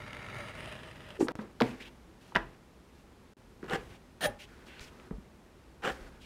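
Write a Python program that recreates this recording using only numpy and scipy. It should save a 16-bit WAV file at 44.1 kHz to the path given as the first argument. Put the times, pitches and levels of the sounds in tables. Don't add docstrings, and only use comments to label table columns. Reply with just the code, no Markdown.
import sys
import numpy as np
from scipy import signal
from scipy.fft import rfft, irfft
from scipy.io import wavfile
from scipy.ndimage import uniform_filter1d

SR = 44100
rng = np.random.default_rng(int(sys.argv[2]) if len(sys.argv) > 2 else 0)


def log_audio(samples):
    frames = np.atleast_2d(samples).T
    limited = np.clip(frames, -1, 1)
    pcm = np.round(limited * 32767).astype(np.int16)
    wavfile.write(sys.argv[1], SR, pcm)


def elevation(decibels):
    levels = np.asarray(decibels, float)
    return 10 ** (levels / 20)


N = 275625
T = np.arange(N) / SR


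def evened(x):
    return x / np.sqrt(np.mean(x ** 2) + 1e-20)


def read(points, hz):
    f, value = np.transpose(points)
    return np.interp(np.log(hz + 1), np.log(f + 1), value)


def coloured(x, points):
    hz = np.fft.rfftfreq(len(x), 1 / SR)
    return evened(irfft(rfft(x) * elevation(read(points, hz)), len(x)))


def resonate(x, hz, width):
    turn = np.exp(2j * np.pi * np.cumsum(hz * np.ones(len(x))) / SR)
    r = np.exp(-np.pi * width / SR)
    return 2 * (turn * signal.lfilter([1 - r], [1, -r], x / turn)).real


def treble(x, hz):
    return signal.sosfilt(signal.butter(2, hz, "high", fs=SR, output="sos"), x)


def padded(x, count=4000):
    return np.pad(x, (0, count))


def columns(rows):
    s, *rest = np.transpose(rows)
    t = np.arange(s[0], s[-1], 1 / SR)
    return s[0], [np.interp(t, s, c) for c in rest]


def mixed(sounds):
    track = np.zeros(N)
    for s, sound in sounds:
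        part = track[round(s * SR):][:len(sound)]
        part += sound[:len(part)]
    return track


def grit(count, per_s, spread_db, judder_db):
    hit, size, sign, grip = rng.random((SR, 4))[:count].T
    slips = (hit < per_s / SR) * elevation(-spread_db * np.log(size + 0.00088)) * np.sign(sign - 0.5)
    grip = uniform_filter1d(uniform_filter1d(grip - 0.5, size=300), size=200)
    return evened(slips * elevation(judder_db * evened(grip)))


def stray(count, share):
    every_s = 0.0698
    return 1 + share * np.interp(np.arange(count) / SR / every_s, np.arange(40), rng.standard_normal(40))


# t/s, extra force/dB
CATCHES = [(.004, 4.5), (.024, -0.5), (0.064, 4.5), (.08, 4), (.108, 4), (0.132, 11), (.149, 7), (0.169, 9),
           (.195, 5), (.221, 3), (0.228, 6), (.245, 3), (.266, 0), (0.287, 7), (.3, 5), (.345, 5),
           (.356, 4), (0.369, 6), (.388, 6), (.486, 5), (.498, 4.5), (.54, 6), (.553, 6.5), (0.57, -2),
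           (.606, 5.5), (0.658, 5.5), (.676, 1), (.692, 1), (0.726, 7), (0.755, 5), (.785, -3), (.834, 10),
           (.875, 7), (.913, 3), (0.96, 11), (.98, 5), (1.006, 8), (1.03, 3), (1.088, 5), (1.106, 10),
           (1.154, 4), (3.687, 4.5), (3.71, 2.5), (3.72, -5), (3.729, -1.5), (3.735, 4), (3.762, 4),
           (4.217, -2), (4.227, 2), (4.248, 2), (4.258, -1), (5.82, 4), (5.83, -1), (5.838, 2.5),
           (5.851, 4), (5.859, 4.5), (5.877, 4), (5.888, 3.5), (5.904, 2.5)]


def catches():
    half_s = 0.0025
    return sum(db * np.exp(-((T - s) / half_s) ** 2) for s, db in CATCHES)


def scrape(rows, colour, modes, per_s, spread_db, judder_db, ring_db, wander=0):
    stiff_hz = 2600
    s, (level_db, hiss_db) = columns(rows)
    surge = catches()[round(s * SR):][:len(level_db)]
    level_db = level_db + surge
    hiss_db = hiss_db + 0.37 * surge
    force = grit(len(level_db), per_s, spread_db, judder_db)
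    force = force + (elevation(hiss_db) - 1) * treble(force, hz=5600)
    force = padded(force * elevation(level_db) * signal.windows.tukey(len(force), 300 / len(force)))
    rings = 0
    for mode_hz, width, db in modes:
        hz = mode_hz * stray(len(force), wander * min(1, stiff_hz / mode_hz))
        rings = rings + elevation(db) * resonate(resonate(force, hz, width), hz, 3 * width)
    sound = coloured(force, colour) + elevation(ring_db) * evened(rings)
    return s, evened(sound) * np.sqrt(np.mean(padded(elevation(level_db)) ** 2))


# t/s, pressure/dB
DRAG = [(0, -49), (.15, -50), (.32, -48.5), (.4, -44.5), (.5, -47), (.53, -54.5), (.56, -46.5), (.72, -48),
        (.82, -53), (.9, -53), (.945, -60), (1.0, -55.5), (1.18, -55)]
HISS_FROM_DB = -48


def grip_curve(later):
    regrip_s, span_s, end_s = 0.53, 0.12, DRAG[-1][0]
    s = np.arange(regrip_s - span_s, end_s, 1 / 200) if later else np.arange(0, regrip_s + span_s, 1 / 200)
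    db = np.interp(s, *np.transpose(DRAG))
    share = np.clip(0.5 + (s - regrip_s) / (2 * span_s), 0, 1)
    share = share if later else 1 - share
    hiss_db = np.maximum(db - HISS_FROM_DB, -7)
    return list(zip(s, db + 10 * np.log10(share + 1 / 1000), hiss_db))


# f/Hz, density/dB
DRAG_COLOUR = [(200, -22), (400, 3.5), (1000, 3.5), (2500, -2), (4000, -40), (7000, -37), (7600, -38),
               (10000, -28), (10700, -54), (15500, -60)]
# f/Hz, width/Hz, level/dB
RULER = [
    [(600, 43, 4.5), (1366, 125, 2.5), (1810, 350, -2.5), (2164, 260, 2.5), (2760, 480, -6),
     (3300, 470, -12), (3670, 240, -9), (4480, 380, -13), (5540, 320, -18), (6250, 450, -20.5),
     (8530, 590, -23), (9700, 440, -23)],
    [(620, 62, 12), (1300, 230, -8), (1850, 370, 2), (2800, 710, 2), (3360, 250, -13), (3830, 200, -11.5),
     (4800, 330, -8.5), (5500, 220, -20), (6500, 450, -16), (7600, 600, -15), (8500, 700, -13),
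     (9650, 400, -14)],
]


def knife_drag():
    return mixed(scrape(grip_curve(later), DRAG_COLOUR, modes, per_s=6500, spread_db=3.0,
                        judder_db=1.1, ring_db=0, wander=0.035) for later, modes in enumerate(RULER))


def rumble():
    s, (db,) = columns(DRAG)
    spectrum = [(40, -10), (90, 16), (140, 12.0), (260, 3), (500, -45)]  # f/Hz, density/dB
    shake = coloured(rng.standard_normal(2 * SR)[:len(db)], spectrum)
    return mixed([(s, elevation(-52 + 0.8 * (db - HISS_FROM_DB)) * shake)])


# from/s, to/s, room tone/dB, sources/dB
CHANGES = [
    (1.3195, 1.354, -3, -60),
    (3.3353, 3.3682, -31, -60),
]
# f/Hz, density/dB
AIR = [(12, -56), (20, -21), (44, -2.5), (65, 0), (88, -8.5), (261, -7), (300, -14.5), (335, -9),
       (482, -14), (712, -19.5), (774, -17.5), (1240, -22), (1430, -23), (11000, -40.5), (15800, -48)]
AIR_DB = [-53.5, -57, -57]
# t/s, width/s, level/dB
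STIRS = [(1.75, 0.27, 2), (3.8, 0.15, 6), (4.8, 0.31, 2), (6.05, 0.18, 2)]


def air():
    db = np.array(AIR_DB)[np.searchsorted([row[0] for row in CHANGES], T)]
    db = db + sum(lift * np.exp(-((T - s) / width) ** 2) for s, width, lift in STIRS)
    return elevation(db) * coloured(rng.standard_normal(N), AIR)


# f/Hz, t60/s
ROOM = [(100, 0.45), (400, 0.32), (1500, 0.27), (4000, 0.15), (10000, 0.13)]


def room(x):
    taps = np.zeros(SR // 2)
    at = np.arange(200, len(taps) - 20, 20)
    taps[at + rng.integers(0, 20, len(at))] = rng.choice([-1., 1.], len(at))
    hz, t, z = signal.stft(taps, SR, nperseg=256)
    tail = signal.istft(z * elevation(-60 * t / read(ROOM, hz)[:, None]), SR, nperseg=256)[1]
    return signal.fftconvolve(x, tail / np.linalg.norm(tail))[:N]


# f/Hz, level/dB, t60/s
DESK = [(127.3, -9.5, 0.3), (267, -6, 0.033), (330, -4, 0.089), (497, -2, 0.033), (690, -9, .04),
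        (980, -7, 0.07), (1300, -2, 0.044), (1613, -6, 0.065), (1936, -7, .05), (2504, -16, 0.042)]
TICK_RATIO = [
    2.34,
    1.56,
    2.26,
]
TICK_S = [
    0.00016,
    0.00021,
    0.00012,
]
STRIP, LIMP, STEEL = 0, 1, 2


def tap(thing, s, db, hz, t60, tick_db):
    t, tick_hz = np.arange(SR // 4) / SR, TICK_RATIO[thing] * hz
    turns = np.cumsum(hz * (0.83 + 0.5 * np.exp(-t / 0.0016))) / SR
    ring = np.sin(2 * np.pi * turns) * elevation(-60 * t / max(t60, 0.002)) * (1 - np.exp(-t / 0.00065))
    tick = np.sin(2 * np.pi * tick_hz * t) * np.exp(-(t / TICK_S[thing] - 2) ** 2)
    crackle = resonate(rng.standard_normal(len(t)), 0.23 * tick_hz, 1900)
    crackle = evened(resonate(crackle, 0.36 * tick_hz, 2700))
    crackle = elevation(tick_db - 7.0) * crackle * np.exp(-t / 0.0025)
    desk = 0
    for f, mode_db, mode_t60 in DESK:
        phase = rng.uniform(0, 2 * np.pi)
        desk = desk + elevation(mode_db - 60 * t / mode_t60) * np.sin(2 * np.pi * f * t + phase)
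    desk = elevation(-14.5) * desk * (1 - np.exp(-t / 0.0019))
    return s, elevation(db) * (1.5 * ring + elevation(tick_db) * tick + crackle + desk)


# t/s, peak/dB
SNAPS = [(.0795, -49), (0.1318, -35), (.169, -43), (.229, -38), (0.265, -38), (.287, -39), (0.365, -40.5),
         (.4848, -43), (.5525, -40), (.606, -39), (0.6584, -35), (.692, -44), (.7262, -34), (.7535, -39),
         (.8335, -42), (.9123, -49), (0.958, -42), (1.0065, -51), (1.0875, -45), (1.106, -52),
         (1.1535, -52)]


def fibre_snaps():
    return mixed(tap(STEEL, s, db, hz=2300 * rng.uniform(0.84, 1.21), t60=0.0069, tick_db=-7)
                 for s, db in SNAPS)


# centre t/s, peak/dB, f/Hz, half length/s
CLAPS = [(1.0315, -56, 10000, .0001), (1.0918, -49, 9500, .00012), (1.1056, -51, 8500, .0001),
         (1.154, -53, 9500, .00012), (1.2165, -28, 790, 0.0011), (1.2846, -24.5, 3000, 0.00031),
         (2.3556, -23, 2700, .0005), (2.3614, -21.5, 2950, .0005), (2.3838, -28, 700, 0.00067),
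         (2.3588, -20, 1530, .0011), (2.3602, -9.5, 1780, .0009), (2.367, -21.5, 600, 0.00095),
         (2.3704, -16.5, 1490, 0.00047), (3.735, -30, 1710, .001), (3.756, -37, 5500, .0004),
         (4.7955, -31, 3580, 0.00022), (4.9995, -45, 2000, .00018), (5.1094, -42, 1500, 0.00053),
         (5.851, -29, 1370, 0.0016), (5.8595, -25.5, 1900, 0.00071), (5.8775, -26, 1400, 0.001),
         (5.9045, -25, 1600, 0.00067)]


def clap(s, db, hz, half):
    t = np.arange(-3 * half, 3 * half, 1 / SR)
    return s + t[0], elevation(db) * np.exp(-(t / half) ** 2) * np.cos(2 * np.pi * hz * t)


def air_claps():
    return mixed(clap(*row) for row in CLAPS)


def thump(s, db, hz, t60):
    t = np.arange(SR // 2) / SR
    rise_s = 0.003 + 0.35 / hz
    shape = np.sin(np.pi / 2 * np.minimum(t / rise_s, 1)) ** 2 * elevation(-60 * t / t60)
    return s, elevation(db) * shape / shape.max() * np.sin(2 * np.pi * hz * t)


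# t/s, peak/dB, f/Hz, t60/s
THUMPS = [(1.189, -34, 424, .06), (1.196, -27.5, 357, 0.05), (1.204, -31.5, 793, 0.045),
          (1.208, -14, 362, 0.03), (1.2255, -16.5, 300, 0.033), (1.251, -28, 270, 0.046),
          (1.287, -30, 510, .028), (1.387, -32.5, 215, 0.14), (1.608, -19.5, 456, 0.068),
          (1.611, -27, 722, 0.093), (1.613, -23.5, 592, 0.031), (1.615, -19, 245.3, 0.094),
          (1.624, -23, 242, 0.1), (1.655, -31, 233, .09), (1.705, -36.5, 247, 0.15),
          (1.759, -52, 242, 0.082), (1.775, -50, 428, 0.055), (1.875, -51.5, 890, 0.047),
          (2.07, -58.5, 329, 0.43), (2.359, -29.5, 187, 0.086), (2.36, -23, 980, 0.044),
          (2.362, -39.5, 334, 0.3), (2.363, -31, 407, 0.046), (3.63, -31.5, 330, .02),
          (3.644, -35, 380, 0.02), (3.633, -41, 190, 0.067), (3.716, -33, 482, 0.049),
          (3.757, -29.5, 490, 0.031), (4.255, -23.5, 593, 0.068), (4.268, -33, 818, 0.15),
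          (4.28, -37, 567, 0.084), (5.1094, -28.5, 194, 0.044), (5.111, -34, 403, 0.016),
          (5.119, -38, 280, 0.04), (5.18, -40, 197, 0.056)]


def leather_thumps():
    return mixed(thump(*row) for row in THUMPS)


# start t/s, length/s, level/dB, from f/Hz, to f/Hz, width/Hz
WHIFFS = [
    (1.195, 0.052, -49.5, 5500, 8000, 5000),
    (1.223, 0.055, -56.5, 8500, 8000, 4200),
    (4.797, 0.068, -57.5, 5170, 4800, 3000),
    (1.796, 0.053, -50, 1500, 3700, 800),
    (1.8, .035, -61, 3300, 3470, 600),
    (1.84, 0.046, -54, 2100, 3200, 900),
]


def whiff(start, length, db, from_hz, to_hz, width):
    u = np.arange(0, 1, 1 / (length * SR))
    hz = from_hz + (to_hz - from_hz) * u
    band = resonate(resonate(grit(len(u), 12000, 1.1, 1.5), hz, width), hz, 1.6 * width)
    soft_top = signal.butter(2, 10400, fs=SR, output="sos")
    band = evened(treble(signal.sosfilt(soft_top, band), hz=0.3 * from_hz))
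    return start, elevation(db) * np.sin(np.pi * u ** 0.76) ** 1.1 * band


def whiffs():
    return mixed(whiff(*row) for row in WHIFFS)


# f/Hz, density/dB
SLIDE_COLOUR = [(900, -21), (1500, 6), (2500, 1), (4500, -4.5), (7000, -14), (11000, -21.5), (15500, -34)]
# f/Hz, density/dB
FLOP_COLOUR = [(100, -7), (250, 1.5), (400, 4), (800, -8), (1200, -6.5), (2200, -21), (5000, -68)]


def slide(rows):
    s, (level_db, hz, fizz_db, flop_db) = columns(rows)
    force = grit(len(hz), 9000, 1.6, 1.0)
    sound = coloured(force, SLIDE_COLOUR) + 0.8 * evened(resonate(resonate(force, hz, 1300), hz, 2400))
    sound = evened(sound) + (elevation(fizz_db) - 1) * treble(sound, hz=4330)
    flop = elevation(flop_db - 2) * coloured(force[::-1], FLOP_COLOUR) * np.minimum(np.arange(len(hz)) / 500, 1)
    return s, (elevation(level_db) * sound + flop) * signal.windows.tukey(len(hz), 300 / len(hz))


# start t/s, length/s, level/dB, fizz/dB, flop
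# over rub/dB
SETTLES = [(1.203, 0.047, -44.5, 3, 16.5), (1.292, .03, -54, 2, 15), (1.304, 0.075, -54, 3, 20),
           (1.3494, 0.0087, -50.5, 19.5, -8), (1.384, .13, -57, 0.5, 18.5), (1.63, 0.22, -48, 3.5, 8.5),
           (2.371, 0.2, -53.5, 0, 10.5), (3.768, .13, -54.5, 2.5, 6), (4.273, 0.12, -55.5, 5, 13),
           (4.804, .1, -52, 6, -3), (5.115, 0.075, -77.5, 0.5, 30), (5.913, 0.076, -50.5, 8.5, 6)]


def settle(start, length, db, fizz_db, flop_db):
    hz, fade_db, flop_fade_db = 2300, -18.5, -5.5
    return [(start, db, hz, fizz_db, db + flop_db),
            (start + length, db + fade_db, hz, fizz_db, db + flop_db + fade_db + flop_fade_db)]


def settling():
    return mixed(slide(settle(*row)) for row in SETTLES)


# t/s, peak/dB, ring f/Hz, ring t60/s, tick rel/dB
FLAPS = [(1.2707, -30, 795, 0.0085, -11), (1.2841, -20.5, 1646, 0.011, -3.5),
         (1.2863, -28, 1060, 0.017, -15), (1.391, -27.5, 875, 0.0064, -15),
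         (1.6036, -23.5, 1450, 0.021, 1.5), (1.6103, -28, 1550, 0.0046, 9), (1.612, -17.5, 980, 0.016, -18),
         (1.6198, -21, 1230, 0.012, 5)]


def strip_flaps():
    return mixed(tap(STRIP, *row) for row in FLAPS)


def change_scene(close, tone):
    for start, end, tone_db, close_db in CHANGES:
        inside = (T > start) & (T < end)
        close = np.where(inside, close * elevation(close_db), close)
        tone = np.where(inside, (tone - 0.8 * treble(tone, hz=700)) * elevation(tone_db), tone)
    return close, tone


# t/s, level/dB, fall/s
POP = (1.3542, -25, .0005)


def pop():
    s, db, fall = POP
    t = T[:400]
    return mixed([(s, -elevation(db) * np.exp(-t / fall) * np.minimum(t / 0.00014, 1))])


# t/s, peak/dB, f/Hz, t60/s
SHUDDERS = [(1.354, -42, 69.6, .12), (1.624, -32.5, 120, 0.11), (2.37, -41, 41.3, 0.44),
            (3.72, -49, 35.5, 0.36), (3.73, -38.5, 170.3, 0.12), (3.901, -45.5, 107, 0.086),
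            (4.26, -42, 97, 0.27), (4.289, -40.5, 240, 0.076), (4.27, -44, 40, 0.27),
            (4.808, -39.5, 58, 0.045), (5.125, -36, 46, 0.25), (5.91, -41, 57, 0.13),
            (6.0, -45.5, 35.8, 0.6)]


def desk_shudders():
    return mixed(thump(*row) for row in SHUDDERS)


def rub(start, length, db, fizz_db, flop_db, from_hz=2530, to_hz=2530):
    up_s, down_s, ends_db = 0.015, 0.016, -11
    s = np.array([0, up_s, max(length - down_s, up_s), length])
    level = db + ends_db * np.array([1, 0, 0, 1])
    hz = from_hz + (to_hz - from_hz) * np.minimum(s / s[2], 1)
    return list(zip(start + s, level, hz, fizz_db + 0 * s, level + flop_db))


# start t/s, length/s, level/dB, fizz/dB, flop over rub/dB
RUBS = [(1.4, 0.033, -66, 13, 5), (1.646, 0.082, -54, 5.5, -5), (2.2, .14, -66, 8.5, 1),
        (2.931, 0.097, -71.5, 8.5, -6), (3.886, 0.089, -60, 4.5, 1), (4.654, 0.045, -62, 11, 1),
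        (4.67, 0.14, -56.5, -1.5, -6.5), (4.792, .11, -57, 6, -3), (3.626, .05, -62.5, 0, 13)]


def finger_rubs():
    return mixed(slide(rub(*row)) for row in RUBS)


def glide(s, length, db, from_hz, to_hz):
    return slide(rub(s, length, db, 2.5, -4.5, from_hz, to_hz))


# start t/s, length/s, level/dB, from f/Hz, to f/Hz
SWISHES = [
    (1.795, 0.051, -51, 1800, 3300),
    (1.842, .055, -54, 2300, 3120),
]


def swishes():
    return mixed(glide(*row) for row in SWISHES)


# t/s, peak/dB, ring f/Hz, ring t60/s, tick rel/dB
DROP = [(2.3215, -38, 970, 0.016, -25), (2.3495, -30.5, 1430, 0.025, -2), (2.3535, -23.5, 1900, 0.0082, 4),
        (2.3566, -26, 1480, 0.0076, -9), (2.3598, -17.5, 1490, 0.0031, -5),
        (2.3613, -32, 1210, 0.0084, -13), (2.3642, -27, 2920, 0.0044, 1.2), (2.3645, -22, 1300, 0.0093, -5),
        (2.3694, -25, 1650, 0.012, -3), (2.382, -34, 1160, 0.006, -15)]


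def limp_drop():
    return mixed(tap(LIMP, *row) for row in DROP)


# t/s, peak/dB, ring f/Hz, ring t60/s, tick rel/dB
NICKS = [(3.629, -36, 1450, 0.0085, -14), (3.643, -37, 1500, 0.0068, -4), (3.663, -44, 1510, 0.012, -2),
         (3.6977, -31, 3300, 0.0077, -10), (3.756, -28, 2300, 0.0033, -9), (4.6697, -45, 1300, 0.0087, -2),
         (4.795, -38, 2800, 0.005, -7), (4.9990, -44.5, 1250, 0.0091, -1), (5.11, -38.5, 800, 0.0094, -22)]


def blade_nicks():
    return mixed(tap(STEEL, *row) for row in NICKS)


def stroke(start, dig, hold, db, hiss_db, dig_db=-18, ring_db=0):
    lift_s, lift_db = 0.015, -14
    s = start + np.cumsum([0, dig, hold, lift_s])
    return list(zip(s, db + np.array([dig_db, 0, 0, lift_db]), hiss_db + ring_db * np.array([0, 0, 0, 1])))


# start t/s, dig-in/s, hold/s, level/dB, steel hiss/dB
SKIVES_CUT = [
    (3.677, 0.05, 0.028, -32, -3),
    (5.819, 0.028, 0.055, -33.5, -5.5),
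]
# f/Hz, density/dB
SKIVE_COLOUR = [(100, -13.5), (200, -6.5), (500, -9.5), (1500, -3.5), (2400, -12.5), (3500, -19),
                (5500, -26.5), (8000, -28), (11500, -36.5), (13500, -36), (15500, -44)]
# f/Hz, width/Hz, level/dB
MAT = [(483, 195, 7.5), (766, 115, 8), (1280, 460, -5), (1630, 160, -5), (1900, 190, -11),
       (2900, 500, -6.5), (3220, 120, -20), (5500, 240, -21), (7500, 380, -24), (12600, 200, -32)]


def skives():
    return mixed(scrape(stroke(*row), SKIVE_COLOUR, MAT, per_s=6000, spread_db=2.0, judder_db=-0.1,
                        ring_db=-3.0, wander=0.045) for row in SKIVES_CUT)


# start t/s, dig-in/s, hold/s, level/dB, steel hiss/dB
SKATE_CUT = (4.206, .042, .012, -28.5, 1)
# f/Hz, density/dB
SKATE_COLOUR = [(88, -53), (150, -12.5), (607, -28), (948, -17.5), (1730, -7), (2100, -15.5), (3220, -16.5),
                (8170, -30), (9360, -31), (14300, -43), (15500, -44)]
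# f/Hz, width/Hz, level/dB
BLADE = [(600, 280, 1), (760, 46, -13), (1810, 140, 2), (3200, 370, -7.5), (3900, 190, -11), (4290, 62, -5),
         (6400, 200, -19), (8870, 130, -7), (9400, 89, -3.5), (9400, 360, -13), (10000, 350, -16),
         (13400, 300, -20), (14130, 110, -11), (14000, 640, -21)]


def skate():
    rows = stroke(*SKATE_CUT, dig_db=-11, ring_db=7)
    return mixed([scrape(rows, SKATE_COLOUR, BLADE, per_s=9000, spread_db=2.4, judder_db=0.6,
                         ring_db=-1, wander=0.0015)])


# t/s, peak/dB, f/Hz, t60/s
SINGS = [
    (4.262, -47, 9430, .11),
    (4.262, -58, 14130, .11),
]


def blade_sings():
    return mixed(thump(*row) for row in SINGS)


# start t/s, length/s, level/dB, from f/Hz, to f/Hz
SCUFFS = [
    (4.386, 0.072, -48.5, 2450, 2800),
    (6.201, .1, -55, 2930, 2600),
]


def scuffs():
    sounds = []
    for row in SCUFFS:
        s, sound = glide(*row)
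        cut_hz = 0.75 * row[3]
        sounds.append((s, treble(treble(sound, cut_hz), cut_hz)))
    return mixed(sounds)


# start t/s, length/s, level/dB, fizz/dB, flop over rub/dB
DULL_RUBS = [(4.469, .19, -63, 2, 0.63), (4.9, 0.19, -64.5, 4, 5.5), (5.57, 0.21, -79, 3, 4.8),
             (5.93, .175, -58, 3.5, 2.6), (6.109, 0.092, -68, -5, 3)]


def dull_rubs():
    return mixed(slide(rub(*row, from_hz=1450, to_hz=1450)) for row in DULL_RUBS)


def scene():
    rubs = knife_drag() + rumble() + whiffs() + settling() + finger_rubs() + swishes()
    rubs += skives() + skate() + scuffs() + dull_rubs()
    blows = fibre_snaps() + leather_thumps() + strip_flaps() + desk_shudders()
    blows += limp_drop() + blade_nicks() + blade_sings()
    slaps = air_claps()
    echoes = room(elevation(-16.0) * slaps + elevation(-15) * rubs + elevation(-13.5) * blows)
    close, tone = change_scene(rubs + blows + slaps + echoes, air())
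    return (close + pop() + tone)[None]


def roll_off(x):
    return signal.sosfilt(signal.butter(12, 15920, fs=SR, output="sos"), x)


def record(dry):
    edge = signal.firwin(255, 15900, fs=SR)
    mix = signal.oaconvolve(dry, edge[None], "same")
    return roll_off(mix)


dry = scene()
out = record(dry)
log_audio(out)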